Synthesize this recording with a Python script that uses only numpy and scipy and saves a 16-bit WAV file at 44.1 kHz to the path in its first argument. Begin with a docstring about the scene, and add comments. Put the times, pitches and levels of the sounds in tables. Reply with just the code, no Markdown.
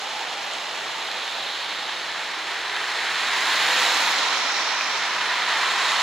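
"""Tyres of two cars roar and hiss on a wet road, passing close to a microphone on the verge.
Their colour and stereo image shift as each car nears, draws level and leaves; the tread grooves ring.
Traffic sounds further up the road, and a vehicle in the far lane throws spray.
An engine revs up, then drops as the first car passes; another hums as the second car nears.
Grit cracks, drops snap off the treads, a vehicle squeaks."""
import sys
import numpy as np
from scipy import signal
from scipy.fft import rfft, irfft
from scipy.io import wavfile

SR = 44100
rng = np.random.default_rng(int(sys.argv[2]) if len(sys.argv) > 2 else 0)


def put_to_file(sound):
    """Save the sound as 16-bit audio at rate SR, in the file named by the first command-line argument."""
    columns = np.atleast_2d(sound).T  # one column per channel
    safe = np.clip(columns, -1, 1)
    whole_steps = np.round(safe * 32767)
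    wavfile.write(sys.argv[1], SR, whole_steps.astype(np.int16))


N = 265482
T = np.arange(N) / SR
HZ = np.fft.rfftfreq(N, 1 / SR)
FALL_DB_PER_DECADE = 35  # distance loss over the grass verge

# traffic up the road: t/s, level/dB
TRAFFIC = [(0, -30), (1.3, -30), (2.6, -33.5), (4.2, -42), (6.02, -28)]
# close cars: t alongside/s, tyre level/dB, span/s (passing distance over speed), groove re tyres/dB
PASSES = [(3.85, -20.5, 0.83, -14.5), (5.99, -22, 0.97, -10.5)]
# tyre spectrum by aspect: f/Hz, relative level/dB
FAR_SPECTRUM = [(25, -41), (60, -35), (130, -20), (250, -14.5), (430, -7), (540, -5), (680, -1), (900, 1.5),
                (1100, 0), (1550, -4), (2000, -4.5), (3000, -1), (4000, -5), (6000, -11.5), (9000, -27.5),
                (15500, -37)]
COMING_SPECTRUM = [(25, -42), (60, -36), (130, -28), (260, -23), (315, -17), (420, -11.5), (560, -11),
                   (690, -4), (800, -2.5), (1000, 0), (1400, -0.5), (1800, 1.5), (2300, -0.5), (4000, -3),
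                   (6000, -12), (9000, -25), (15500, -38)]
BESIDE_SPECTRUM = [(25, -46), (60, -41), (130, -29), (260, -22), (315, -12), (380, -12), (580, -8),
                   (900, 3.5), (1400, 0), (2000, 0), (4000, 1), (6000, -6.5), (6900, -8), (9000, -19),
                   (15500, -29)]
LEAVING_SPECTRUM = [(25, -47), (60, -31), (130, -32), (250, -14.5), (500, -7), (900, 1.5), (1400, 1),
                    (1700, -5.5), (2050, -4.5), (2330, 1.5), (2600, -2), (4000, -1.5), (6000, -6),
                    (9000, -30), (15500, -42)]
# image at the two microphone ports, by aspect: f/Hz, coherence, left lead/rad, left re right/dB
FAR_PORTS = [(100, 0.73, -0.3, -2), (350, 0.94, 0.0, -4), (1000, 0.9, 0.3, -2), (1900, 0.87, -0.0, -1),
             (2800, 0.82, -0.1, -3), (4200, 0.91, -0.2, -1), (4900, 0.4, -1.4, -3), (5400, 0.29, -0.2, -7),
             (6200, 0.75, -0.0, -1), (7500, 0.75, -1.0, 2), (8700, 0.59, -1.5, -4), (10200, 0.67, -0.4, 0),
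             (11500, 0.47, -2.3, -1), (15000, 0.57, -2.5, -1)]
COMING_PORTS = [(100, 0.84, -0.3, -2), (350, 0.97, 0.1, -4), (1000, 0.95, 0.3, -2), (1900, 0.99, 0.0, 0),
                (2800, 0.92, -0.2, -3), (4200, 0.96, 0.2, -2), (4900, 0.78, 0.3, -3), (5400, 0.61, 1.1, 2),
                (6200, 0.85, -0.2, 5), (7500, 0.67, -0.9, 5), (8700, 0.51, -1.1, -6),
                (10200, 0.79, -0.0, -3), (11500, 0.66, -0.1, -1), (15000, 0.75, -0.0, -1)]
BESIDE_PORTS = [(100, 0.93, -0.2, -2), (350, 0.99, 0.0, -4), (1000, 0.98, 0.1, -2), (1900, 0.97, -0.1, -1),
                (2800, 0.92, -0.1, -5), (4200, 0.93, -0.0, -1), (4900, 0.46, -1.1, -4),
                (5400, 0.43, 0.9, -5), (6200, 0.8, -0.3, 3), (7500, 0.8, -1.5, 4), (8700, 0.56, -1.5, -5),
                (10200, 0.82, -0.2, -2), (11500, 0.44, -1.3, -1), (15000, 0.51, -2.2, -1)]
LEAVING_PORTS = [(100, 0.87, -0.2, -2), (350, 0.98, -0.0, -4), (1000, 0.95, -0.0, -1),
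                 (1900, 0.73, -0.4, -1), (2800, 0.34, -0.9, -2), (4200, 0.5, -0.5, -4),
                 (4900, 0.27, -0.6, -9), (5400, 0.39, -0.6, -7), (6200, 0.53, -0.6, -3),
                 (7500, 0.47, -1.2, 1), (8700, 0.31, -2.4, -4), (10200, 0.4, -0.7, -3),
                 (11500, 0.24, 3.0, -2), (15000, 0.17, -2.6, -5)]
# microphone housing resonances: f/Hz, gain/dB
HOUSING = [(700, 0.6744), (1000, -1), (1250, 0.1), (1850, 3), (2700, -1), (4200, 2), (4700, -2),
           (5300, -0.3), (6000, -2.5), (6900, 4), (8300, 1.3), (9700, 4.5), (11000, -3.5), (13500, 2.5)]
# groove tones of distant cars: t/s, level/dB, span/s, f/Hz
FAR_GROOVES = [(0.17, -38, 0.075, 880), (0.35, -45, 0.42, 790), (1.0, -42.5, 0.1, 900)]
# wheel mist, far lane then first car: t/s, level/dB
MIST_LEVEL = [(0, -64.5), (1.5, -58), (2.3, -72), (3.1, -74), (3.5, -48), (4.12, -46), (4.26, -76)]
# mist spectrum: f/Hz, relative level/dB
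MIST_SPECTRUM = [(4000, -40), (8000, -6), (11000, 3), (13500, 4), (15500, -8)]
# grit under the tyres: t/s, level/dB, ring f/Hz, decay/s
GRIT = [(.5169, -18.5, 3000, .0005), (1.1151, -16.5, 4080, .0003), (1.4309, -17, 3460, .0003),
        (2.7652, -13, 3400, .0003), (2.9169, -17, 2400, .0003), (3.6511, -8, 3000, .00025),
        (4.5869, -15.5, 2000, .0003), (4.7899, -16, 2040, .0005), (4.8103, -10.5, 2150, .0007)]
# drops off the treads: t/s, peak/dB, f/Hz, decay/s
DROPS = [(.535, -28.5, 7300, 0.0029), (3.944, -17, 6900, 0.0038), (4.521, -21.5, 6200, .0012),
         (4.649, -24.5, 5900, .0012)]
# engine runs: t/s, firing f/Hz, level before exhaust/dB
REVVING_RUN = [(1.4, 48.4, -73), (1.75, 54, -67), (1.98, 57.6, -58.5), (3.02, 73.8, -58),
               (3.5, 81.3, -57.5), (3.8, 85, -56.5), (4.1, 81.5, -62), (4.4, 77, -64), (4.7, 66, -67)]
HATCHBACK_RUN = [(4.6, 48.4, -71), (4.95, 49.88, -58), (6.02, 55.5, -59)]
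# exhaust resonances: f/Hz, gain/dB
REVVING_EXHAUST = [(55, -14), (68, -13.5), (82, -10), (120, -22), (145, -14), (163, -4.5), (185, -8),
                   (205, -16), (225, -5.5), (248, -4), (280, -17), (305, -7), (325, 2), (350, 7), (360, 5),
                   (370, -2), (385, -6), (405, 1.5), (432, 5.5), (455, 1), (485, -3), (498, 9), (510, 12),
                   (550, -12), (650, -25)]
HATCHBACK_EXHAUST = [(52, -10), (108, -8), (160, -16), (205, 0.5), (225, -2), (265, -13), (330, -1.5),
                     (400, -4), (455, 6), (600, -14)]
# firing harmonics, first upward: gain/dB
REVVING_ORDERS_DB = [0.5, 2, 2, -2, -0.5, 2.5, -11]
HATCHBACK_ORDERS_DB = [-3, -3.5, 7, 0.5, -4, 1, 0, 0]
# body and wheel rushes: t/s, level/dB, span/s, f/Hz, width/Hz
SWISHES = [(3.64, -39.5, 0.36, 760.3, 390), (3.56, -32.5, 0.25, 1750, 450), (3.9, -34, 0.17, 1580, 570),
           (3.77, -27, 0.18, 2905, 1840), (3.92, -39.5, 0.11, 5600, 1300), (6, -33, 0.81, 1300, 310)]


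def gain_of(db):
    """dB to amplitude."""
    return 10 ** (np.asarray(db) / 20)


def unit_rms(x):
    """Scale to rms 1."""
    return x / np.sqrt(np.mean(x ** 2) + 1e-20)


def pan_right(db):
    """Stereo gains: left down, right up by db."""
    return gain_of([[-db], [db]])


def over_hz(rows):
    """Table columns at each FFT bin, on a log axis."""
    hz, *columns = np.transpose(rows)
    return [np.interp(np.log(HZ + 1), np.log(hz), c) for c in columns]


def over_time(rows):
    """Table columns at each sample."""
    t_s, *columns = np.transpose(rows)
    return [np.interp(T, t_s, c) for c in columns]


def drift(rate_hz):
    """Random wander of rms 1, up to about rate_hz."""
    return unit_rms(irfft(rfft(rng.standard_normal(N)) * np.exp(-(HZ / rate_hz) ** 2), N))


def low_pass(x, hz):
    """24 dB/octave above hz."""
    return irfft(rfft(x) / (1 + (HZ / hz) ** 4), N)


def high_pass(x, hz):
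    """12 dB/octave below hz."""
    return irfft(rfft(x) * HZ ** 2 / np.hypot(HZ ** 2, hz ** 2), N)


def passing_db(at_s, span_s):
    """Level of a source on a straight path, re its nearest point."""
    return -FALL_DB_PER_DECADE * np.log10(np.hypot(1, (T - at_s) / span_s))


def bearing(at_s, turn_s=.55):
    """-1 nearing, 0 alongside, 1 leaving."""
    return np.tanh((T - at_s) / turn_s)


def noise_band(level_db, hz, width_hz):
    """Noise around hz; level and centre may move."""
    baseband = drift(width_hz) + 1j * drift(width_hz)
    carrier = np.exp(2j * np.pi * np.cumsum(hz * np.ones(N)) / SR)
    return gain_of(level_db) * unit_rms((baseband * carrier).real)


def passing_band(at_s, db, span_s, hz, width_hz, glide_hz_per_s=0):
    """Noise band that swells to at_s, then fades."""
    return noise_band(db + passing_db(at_s, span_s), hz + glide_hz_per_s * (T - at_s), width_hz)


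def wet_tread(drops_per_s=900, spread_db=4.5, drops_db=-6.5):
    """Raw tyre spectrum: a dense rush plus droplets bursting in the treble."""
    size = gain_of(spread_db * np.minimum(rng.exponential(1, N), 3.8))
    drops = unit_rms(size * rng.choice([-1, 1], N) * (rng.random(N) < drops_per_s / SR))
    return rfft(rng.standard_normal(N)) + gain_of(drops_db) * rfft(drops) * HZ / np.hypot(HZ, 2500)


def tyre_noise(spectrum, ports):
    """One aspect at both ports: direct sound is shared, scattered sound is not."""
    coherence, lead_rad, balance_db = over_hz(ports)
    coherence = np.clip(coherence, 0, 1)
    direct = np.sqrt(coherence) * wet_tread()
    scattered = np.sqrt(1 - coherence) * np.array([wet_tread(), wet_tread()])
    left = gain_of(balance_db / 2) * np.exp(.5j * lead_rad)
    image = np.array([left, 1 / left])
    image /= np.linalg.norm(image, axis=0)
    colour = gain_of(over_hz(spectrum)[0] + over_hz(HOUSING)[0])
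    return unit_rms(irfft((direct + scattered) * image * colour, N))


def tyres(nearing_per_s=0.068):
    """Each vehicle's power crossfades between aspects: 0 far, 1 coming, 2 beside, 3 leaving."""
    aspects = [(FAR_SPECTRUM, FAR_PORTS), (COMING_SPECTRUM, COMING_PORTS),
               (BESIDE_SPECTRUM, BESIDE_PORTS), (LEAVING_SPECTRUM, LEAVING_PORTS)]
    traffic = (over_time(TRAFFIC)[0], nearing_per_s * T)
    cars = [(db + passing_db(at_s, span_s), 2 + bearing(at_s)) for at_s, db, span_s, _ in PASSES]
    power = np.zeros((len(aspects), N))
    for level_db, aspect in [traffic] + cars:
        offset = aspect - np.arange(len(aspects))[:, None]
        power += gain_of(level_db) ** 2 * np.maximum(1 - abs(offset), 0)
    return sum(np.sqrt(p) * tyre_noise(*a) for p, a in zip(power, aspects))


def wet_road(tyre, rumble_hz=600, spray_hz=4500, thinning_db_per_s=0.78):
    """Coarse patches swell the rumble; the uneven water film churns, its spray wavering and thinning."""
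    rumble = low_pass(tyre, rumble_hz)
    spray = tyre - low_pass(tyre, spray_hz)
    middle = tyre - rumble - spray
    rumble_db = 0.5 + 0.5 * drift(4.1)
    spray_db = 0.45 - thinning_db_per_s * T + 0.5 * drift(25)
    churn_db = 0.25 * drift(14) + 0.43 * drift(90)
    return (middle + rumble * gain_of(rumble_db) + spray * gain_of(spray_db)) * gain_of(churn_db)


def grooves(pipe_hz=1019.6, climb_hz_per_s=55, doppler=.03, road_wander=.035, overtone_ratio=1.91):
    """Tread grooves ring as short pipes; pitch climbs with speed and drops as the car passes."""
    tone = sum(passing_band(*row, width_hz=50) for row in FAR_GROOVES)
    for at_s, db, span_s, groove_db in PASSES:
        source_hz = pipe_hz + climb_hz_per_s * np.minimum(T - at_s, 0)
        hz = source_hz * (1 - doppler * bearing(at_s) + road_wander * drift(7))
        level_db = db + groove_db + passing_db(at_s, span_s)
        tone += noise_band(level_db, hz, width_hz=85)
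        tone += noise_band(level_db - 3, hz * overtone_ratio, width_hz=150)
    return tone * pan_right(.7)


def mist(flicker_db=0.5):
    """The finest spray fizzes unevenly, loudest with a wheel close."""
    level_db = over_time(MIST_LEVEL)[0] + flicker_db * drift(14)
    return gain_of(level_db) * tyre_noise(MIST_SPECTRUM, BESIDE_PORTS)


def grit(scatter_db=-21, scatter_s=.005, low_cut_hz=900):
    """Each grain cracks for a cycle or two; wheel arch and road scatter it briefly."""
    out = np.zeros(N)
    for at_s, db, hz, decay_s in GRIT:
        age_s = np.maximum(T - at_s, 0)
        crack = np.sin(2 * np.pi * hz * age_s) * np.exp(-age_s / decay_s)
        scatter = noise_band(scatter_db, hz, hz / 2) * (T >= at_s) * np.exp(-age_s / scatter_s)
        out += gain_of(db) * (crack / abs(crack).max() + scatter)
    return high_pass(out, low_cut_hz) * pan_right(1)


def drop_snaps(width_ratio=0.19):
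    """Drops spat off the treads, each a short, pitched noise burst."""
    out = np.zeros(N)
    for at_s, peak_db, hz, decay_s in DROPS:
        puff = rng.standard_normal(N) * (T >= at_s) * np.exp(-abs(T - at_s) / decay_s)
        burst = irfft(rfft(puff) * np.exp(-((HZ - hz) / (width_ratio * hz)) ** 2), N)
        out += gain_of(peak_db) * burst / abs(burst).max()
    return out


def engine(run, exhaust, orders_db, roughness, waver=0.003, rasp_per_order=0.041, fade_s=0.33):
    """Firing harmonics slide through exhaust resonances; uneven firing frays the higher ones."""
    firing_hz, level_db = over_time(run)
    cycles = np.cumsum(firing_hz * (1 + waver * drift(10.2))) / SR
    tones = np.zeros(N)
    for order, order_db in enumerate(orders_db, 1):
        exhaust_db = np.interp(order * firing_hz, *np.transpose(exhaust))
        unevenness = 1 + roughness * drift(5.7) + order * rasp_per_order * drift(35)
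        rms = gain_of(level_db + order_db + exhaust_db) * unevenness
        tones += rms * np.sqrt(2) * np.cos(2 * np.pi * (order * cycles + rng.random()))
    inside_s = np.minimum(T - run[0][0], run[-1][0] - T)
    fade = np.clip(1 + inside_s / fade_s, 0, 1)
    return fade * tones * pan_right(1.5)


def far_lane_wake():
    """Water thrown back by treads in the far lane: one hiss at both ports."""
    hiss = passing_band(at_s=1.54, db=-34, span_s=0.4, hz=3780.5, width_hz=830, glide_hz_per_s=300)
    return hiss * gain_of([[-1.5], [1]])


def swishes(low_cut_hz=260):
    """Rushes of air and spray as body and wheels draw level."""
    return high_pass(sum(passing_band(*row) for row in SWISHES), low_cut_hz) * pan_right(1)


def tailpipe():
    """The first car's tailpipe turns to the microphone: a breathy drone and a falling note."""
    drone = passing_band(at_s=4, db=-52, span_s=0.5, hz=295, width_hz=90, glide_hz_per_s=-35.5)
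    note = passing_band(at_s=4, db=-55, span_s=0.08, hz=238.5, width_hz=7, glide_hz_per_s=-110)
    return (drone + note) * pan_right(1.7)


def car_wake():
    """Water thrown back by the first car: separate hiss per port, stronger on the road side."""
    hiss = [passing_band(at_s=4.68, db=-39.7, span_s=0.38, hz=5450, width_hz=880) for port in range(2)]
    return np.array(hiss) * gain_of([[1], [8]])


def squeak():
    """A brief rising squeak from a passing vehicle."""
    return passing_band(at_s=4.804, db=-31.5, span_s=0.02, hz=2480, width_hz=160, glide_hz_per_s=1500)


def scene():
    """Tyres and spray over two engines."""
    revving = engine(REVVING_RUN, REVVING_EXHAUST, REVVING_ORDERS_DB, roughness=0.28)
    hatchback = engine(HATCHBACK_RUN, HATCHBACK_EXHAUST, HATCHBACK_ORDERS_DB, roughness=0.27)
    engines = revving + hatchback + tailpipe()
    wakes = far_lane_wake() + car_wake()
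    transients = drop_snaps() + grit() + squeak()
    return wet_road(tyres()) + grooves() + swishes() + mist() + wakes + engines + transients


def record(dry):
    """Band limit at 15750 Hz."""
    taps = signal.firwin(1023, 15750, window=("kaiser", 9), fs=SR)
    return signal.oaconvolve(dry, taps[None], "same")


dry = scene()
out = record(dry)
put_to_file(out)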